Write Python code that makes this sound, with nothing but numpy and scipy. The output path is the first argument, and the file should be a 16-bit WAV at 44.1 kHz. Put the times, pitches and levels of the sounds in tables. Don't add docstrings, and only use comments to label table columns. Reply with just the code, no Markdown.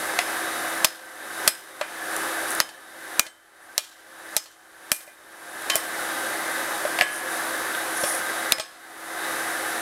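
import sys
import numpy as np
from scipy import signal
from scipy.fft import rfft, irfft
from scipy.io import wavfile
from scipy.ndimage import uniform_filter1d

SR = 44100
rng = np.random.default_rng(int(sys.argv[2]) if len(sys.argv) > 2 else 0)


def persist_wave(psi):
    counts = np.round(np.clip(psi, -1, 1) * 32767).astype(np.int16)
    wavfile.write(sys.argv[1], SR, np.atleast_2d(counts).T)


def natural_amplitude(level_db):
    exponent = np.asarray(level_db, float) / 20
    return 10 ** exponent


N = 432621
T = np.arange(N) / SR

# start_s, contact, spot, flatness_db, stump_db, ring_db, gain_dive_db
BLOWS = [
    (0.845, "loose", "face", 4, -18.5, -34.5, 25),
    (1.476, "loose", "edge", 3, -19, -33, 25.5),
    (2.6016, "firm", "middle", 8, -26, -37.5, 25),
    (3.1941, "heavy", "foot", 4, -23.5, -41, 22.5),
    (3.7788, "firm", "waist", -7, -27, -43.5, 16.5),
    (4.365, "loose", "face", -13, -25.5, -37.5, 26.5),
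    (4.9167, "heavy", "tail", 0, -24, -38.5, 15),
    (8.5208, "square", "centre", -4.5, -22, -32.5, 19),
]
# start_s, contact, spot, crack_db, stump_db, ring_db, gain_dive_db
CLINKS = [(0.188, "tap", "tip", -12.5, -14.5, -37, 5), (1.8113, "drop", "step", -23, -20, -42, 1.5),
          (2.6893, "bounce", "horn", -39, -46, -53, 3.5), (3.265, "bounce", "lip", -38, -42, -52, 11.5),
          (4.457, "bounce", "horn", -44, -54, -57.5, 1), (5.005, "knock", "heel", -43, -46, -60, 2.5),
          (5.076, "drop", "step", -52, -39, -55, 2.5), (5.6986, "knock", "horn", -16, -30, -25.5, 0.5),
          (5.755, "click", "heel", -4, -17.5, -40, 9.5), (6.8505, "drop", "step", -29, -15, -48, -1),
          (6.9875, "tap", "side", -17.5, -19, -40, 3.5), (7.01, "clack", "web", -6.5, -13.5, -26, 8),
          (7.0194, "knock", "web", -25, -17.5, -28.5, 2.5), (8.0354, "slide", "side", -23, -18, -35, 0),
          (8.5828, "bounce", "step", -29, -30, -48, 7), (8.597, "bounce", "rim", -24.5, -26, -38.5, 4)]
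HITS = sorted(BLOWS + CLINKS)


def level(x, db):
    return x * natural_amplitude(db) / np.sqrt(np.mean(x ** 2))


def band(x, hz, width):
    edges = [hz - width / 2, min(hz + width / 2, .45 * SR)]
    return signal.sosfilt(signal.butter(2, edges, "band", fs=SR, output="sos"), x)


def walk(rate):
    k = int(SR / rate)
    steps = np.repeat(rng.standard_normal(N // k + 1), k)
    return 1.3 * uniform_filter1d(uniform_filter1d(steps, k), k)[:N]


def ring(modes, t, scatter_db, chatter=0.):
    hz, db, t60 = np.transpose(modes)[:, :, None]
    chance = rng.standard_normal((4, len(modes), 1))
    waver = 1 + chatter * np.sin(2 * np.pi * (45 + 15 * chance[2]) * t + 2 * chance[3])
    tone = np.sin(2 * np.pi * hz * (1 + .0003 * chance[1]) * t)
    return (natural_amplitude(db + scatter_db * chance[0] - 60 * t / t60) * waver * tone).sum(axis=0)


def gain_db():
    climb_db_per_s, quick_share, quick_s, slow_s = 40, 0.31, 0.009, 0.09
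    t = np.arange(0, N / SR, .001)
    age = np.maximum(t - np.array([[hit[0]] for hit in HITS]) - .003, 0)
    dive = np.maximum([[hit[-1]] for hit in HITS], 0)
    unfinished = quick_share * np.exp(-age / quick_s) + (1 - quick_share) * np.exp(-age / slow_s)
    pull = (dive * (1 - unfinished)).sum(axis=0)
    free = climb_db_per_s * t - pull
    return np.interp(T, t, free - np.maximum.accumulate(free))


def crack(t, clatter, contact, force_db, is_blow, ms, rattle_db, bar_db):
    # pitch_hz, level_db, t60_s
    bar_modes = [(855, 0, .12), (1281, -2, .15), (2497, -2, .1), (3400, -3, .12), (4300, -4, .15),
                 (4665, -4, .15), (5450, -3, .2), (7009, -5, .15), (7690, -6, .15), (9603, -2, .1),
                 (10735, -3, .12)]
    # centre_hz, width_hz
    crack_bands = [(3800, 2130), (6790, 3200), (10900, 7400), (1230, 970), (2270, 1110)]
    colour = {"loose": (-6, -4, .5, -16, -12), "firm": (-4.5, 0, -0.5, -14.5, -14),
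              "heavy": (-9, -1.5, -1, -14.5, -11), "square": (0, -1, -1, -18, -8),
              "tap": (-4.5, -8, -7.5, -9.5, 1), "drop": (-3.5, -4.5, -9, 0, -2),
              "bounce": (0.5, -3, -6, -19, -8), "knock": (-1.5, 0, -1, -11, -4),
              "clack": (-4.5, -13, -12, -19, 0), "click": (-29, -9.5, -2, -26, -28),
              "slide": (-11, -5, 1, -9, -8.5)}
    flat_share = (.3, 0.091, 0, .95, .7)
    blow_db = -4.5
    extra_db = blow_db + force_db * np.array(flat_share) if is_blow else force_db
    crack_db = np.add(colour[contact], extra_db)
    burst = np.exp(-t / 0.0038 - (t / ms / 0.0008) ** 4)
    rattle = natural_amplitude(rattle_db) * (np.exp(-t / 0.01) + 0.36 * np.exp(-t / 0.1)) * clatter
    noise = rng.standard_normal((2, len(t)))
    grit = noise[0] * np.abs(noise[1]) ** 1.12 * (burst + rattle)
    grit[0] += 5
    bands = [band(band(grit, *b), *b) for b in crack_bands]
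    out = sum(b / np.abs(b).max() * natural_amplitude(db + 3) for b, db in zip(bands, crack_db))
    bar_level = natural_amplitude(max(crack_db) + rattle_db + bar_db + 3)
    return out + bar_level * ring(bar_modes, t, scatter_db=3, chatter=.5)


def stump_thud(t, thud_db, thud_hz, thud_t60, thump_db):
    longest_t60_s, hold_s, tail_share = .12, .012, .3
    stump = [(thud_hz, thud_db, np.clip(thud_t60, .02, longest_t60_s)), (1.11 * thud_hz, thud_db - 7, .05)]
    rise = 1 - np.exp(-t / 0.0012)
    hold = tail_share + (1 - tail_share) * np.exp(-(t / hold_s) ** 3)
    knock = natural_amplitude(0.5) * rise * hold * ring(stump, t, scatter_db=1.5)
    return knock + band(ring([(252, thud_db + thump_db, 0.03)], t, scatter_db=2), 240, 460)


def rail_ring(t, start, wait_s, spot, ring_db, gain):
    low_hz, high_hz = (1095, 1693, 2020, 2185, 2420, 3074), (5107, 6438, 8089, 9087, 10257, 11520)
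    low_t60_s, high_t60_s = (.45, .8, .17, .35, .28, .7), (.37, .24, .36, .25, .22, .26)
    blow_spots = {"face": (-21, -18, -20, -14, -14, -17, 0, -8, -13, -14, -13, -16),
                  "middle": (-16, -26, -17, -25, -14, -5, 0, -7, -10, -24, -6, -24),
                  "edge": (-24, -25, -12, -27, -9, -14, 0, -26, -1, -18, -4, -7),
                  "waist": (-21, -23, -12, -17, 0, -11, -16, -20, -16, -8, -4, -11),
                  "foot": (-26, -12, -24, -5, 4, -8, -30, -14, -15, -13, -14, -18),
                  "centre": (-15, -11, -31, -8, -9, -17, 0, -24, -13, -14, -23, -19),
                  "tail": (-21, -24, -26, -26, 0, -19, -11, -19, 1, -10, 1, -2)}
    light_spots = {"tip": (-13, -1, 3, -12, -18, -10, -2, -11, -15, -22, -9, -29),
                   "step": (-13, -7, 0, -8, 0, -10, -14, -18, -9, -22, -13, -24),
                   "horn": (-7, -11, -27, -28, -21, 0, -13, -37, -34, -33, -33, -39),
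                   "heel": (1, -4, -18, -21, -5, 0, -4, -12, 0, 0, -4, -25),
                   "lip": (-22, -5, -3, -9, -13, 0, -13, -12, 1, -26, -16, -32),
                   "rim": (-5, -9, -21, -16, -9, -25, -2, -8, -4, -23, -27, -36),
                   "side": (0, -4, -14, -14, -9, -12, -24, -24, -24, -20, -18, -22),
                   "web": (-11, 0, -18, -9, -13, -11, -20, -32, -12, -32, -27, -34)}
    settle_s, ring_left = .025, .25
    t60 = np.append(low_t60_s, high_t60_s)
    spot_db = np.array({**blow_spots, **light_spots}[spot])
    struck_db = ring_db + spot_db - 1 + 60 * settle_s / t60 - gain[start + int(settle_s * SR)]
    modes = np.transpose([np.append(low_hz, high_hz), struck_db, t60])
    choke = ring_left + (1 - ring_left) * np.exp(-np.maximum(t - wait_s, 0) / 0.002)
    return ring(modes, t, scatter_db=0, chatter=.3) * choke


def hammer():
    landing = {"loose": (3, -7, -21.5, -13, 641, .12), "firm": (1.5, -19, -15, -14, 617, 0.13),
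               "tap": (5.5, -12, -15, -35, 710, .09), "heavy": (3.5, -16, -20, -2.5, 614, 0.15),
               "square": (3, -19.5, -12, 1.5, 652, .06), "drop": (15, -11, -19, -36, 602, .1),
               "bounce": (4, -1, -14, -24, 642, 0.15), "knock": (7, -11, -15, -26, 615, .07),
               "clack": (2.1, -16, -14, -38, 737, .09), "click": (1.8, -13, -17, -21, 659, 0.08),
               "slide": (7, 6, -24, -11, 587, 0.1)}
    flat_thump = 1.2
    out, t, gain = np.zeros(N + SR), T[:SR // 2], gain_db()
    clatter = np.append(natural_amplitude(1.8 * walk(220)), np.ones(SR))
    starts = [hit[0] + .0005 for hit in HITS]
    for s, after, hit in zip(starts, starts[1:] + [N / SR], HITS):
        _, contact, spot, force_db, thud_db, ring_db, _ = hit
        ms, rattle_db, bar_db, thump_db, thud_hz, thud_t60 = landing[contact]
        is_blow = hit in BLOWS
        i = int(s * SR)
        x = crack(t, clatter[i:i + len(t)], contact, force_db, is_blow, ms, rattle_db, bar_db)
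        x += stump_thud(t, thud_db, thud_hz, thud_t60, thump_db + flat_thump * force_db * is_blow)
        x *= natural_amplitude(-gain[i])
        out[i:i + len(t)] += x + rail_ring(t, i, after - s, spot, ring_db, gain)
    return out[:N]


def scrape():
    # start_s, length_s, level_db
    strokes = [
        (2.465, 0.085, -34.5),
        (3.61, 0.071, -57),
        (7.1, 0.12, -37),
        (7.29, 0.099, -39),
        (7.934, .28, -28.5),
    ]
    # start_s, peak_db, centre_hz
    flakes = [
        (0.2175, -20, 9600),
        (2.165, -10.5, 9800),
        (2.5057, -12, 9800),
        (2.518, -15, 9800),
        (2.5264, -21, 9800),
        (2.5506, -11, 9800),
        (5.6213, -22, 9800),
        (7.75, -13.5, 2600),
        (8.041, -12, 2600),
    ]
    grit = rng.standard_normal(N) * natural_amplitude(1.3 * walk(150))
    hiss = level(band(grit, 9660, 2500), 0) + level(band(grit, 6850, 2300), -7.5)
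    out = np.zeros(N)
    for s, length, db in strokes:
        out += hiss * natural_amplitude(db) * np.sin(np.pi * np.clip((T - s) / length, 0, 1)) ** 0.67
    t = T[:SR // 50]
    for s, db, hz in flakes:
        snap = level(band(rng.standard_normal(len(t)), hz, .5 * hz), db - 7.5)
        out[int(s * SR):][:len(t)] += snap * np.exp(-t / 0.0013)
    return out * natural_amplitude(-gain_db())


def blower():
    # pitch_hz, density_db
    roar_shape = np.array([(15, -77), (25, -30.5), (208, -18.5), (296, -9), (321, -11), (444, -11.5),
                           (523, -6.5), (900, -7), (1550, -3), (2820, -18.5), (3800, -17.5), (6900, -20),
                           (10700, -14.5), (15200, -27.5), (16400, -39)])
    # centre_hz, width_hz, level_db
    duct = [(392, 35, -49.5), (524.3, 16.4, -45.5), (601, 24, -51), (726, 62, -42.5), (826.6, 16, -48),
            (1232, 21.5, -46.5), (1566, 63, -38), (1731, 127, -38.5), (1995, 180, -42), (3736, 320, -46)]
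    # multiple (of blade_hz), level_db
    blade_tones = [(1, -46), (8, -56.5), (9, -54.5), (10, -55.5), (19, -58), (26, -58.5), (27, -64),
                   (28, -52.5)]
    roar_db, blade_hz = -28, 329.3
    hz = np.fft.rfftfreq(N, 1 / SR)
    colour_db = np.interp(np.log(hz + 1), np.log(roar_shape[:, 0]), roar_shape[:, 1])
    air = irfft(rfft(rng.standard_normal(N)) * natural_amplitude(colour_db), N)
    out = level(air * natural_amplitude(0.36 * walk(14)), roar_db - 2)
    for centre, width, db in duct:
        out += level(band(rng.standard_normal(N), centre, width) * natural_amplitude(2.07 * walk(15)), db)
    turn = 2 * np.pi * np.cumsum(blade_hz * (1 + .0008 * walk(3))) / SR
    for multiple, db in blade_tones:
        out += natural_amplitude(db + 4.5 + 1.1 * walk(12)) * np.sin(int(multiple) * turn)
    return out


def scene():
    return np.tile(hammer() + scrape() + blower(), (2, 1))


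def roll_off(x):
    return signal.sosfilt(signal.butter(12, 16600, fs=SR, output="sos"), x)


def record(dry):
    rumble_db, top_hz = -80.5, 15800
    gain = gain_db()
    treble = signal.sosfilt(signal.butter(1, 6000, "high", fs=SR, output="sos"), dry)
    x = (dry - (1 - natural_amplitude(0.044 * gain)) * treble) * natural_amplitude(gain)
    x = x / (1 + (x / 1.02) ** 4) ** 0.23
    x = signal.sosfilt(signal.butter(1, 50, "high", fs=SR, output="sos"), x)
    x = x + level(band(rng.standard_normal(N), 70, 100), rumble_db)
    x = signal.sosfilt(signal.ellip(8, .2, 25, top_hz, fs=SR, output="sos"), x)
    return roll_off(x)


dry = scene()
out = record(dry)
persist_wave(out)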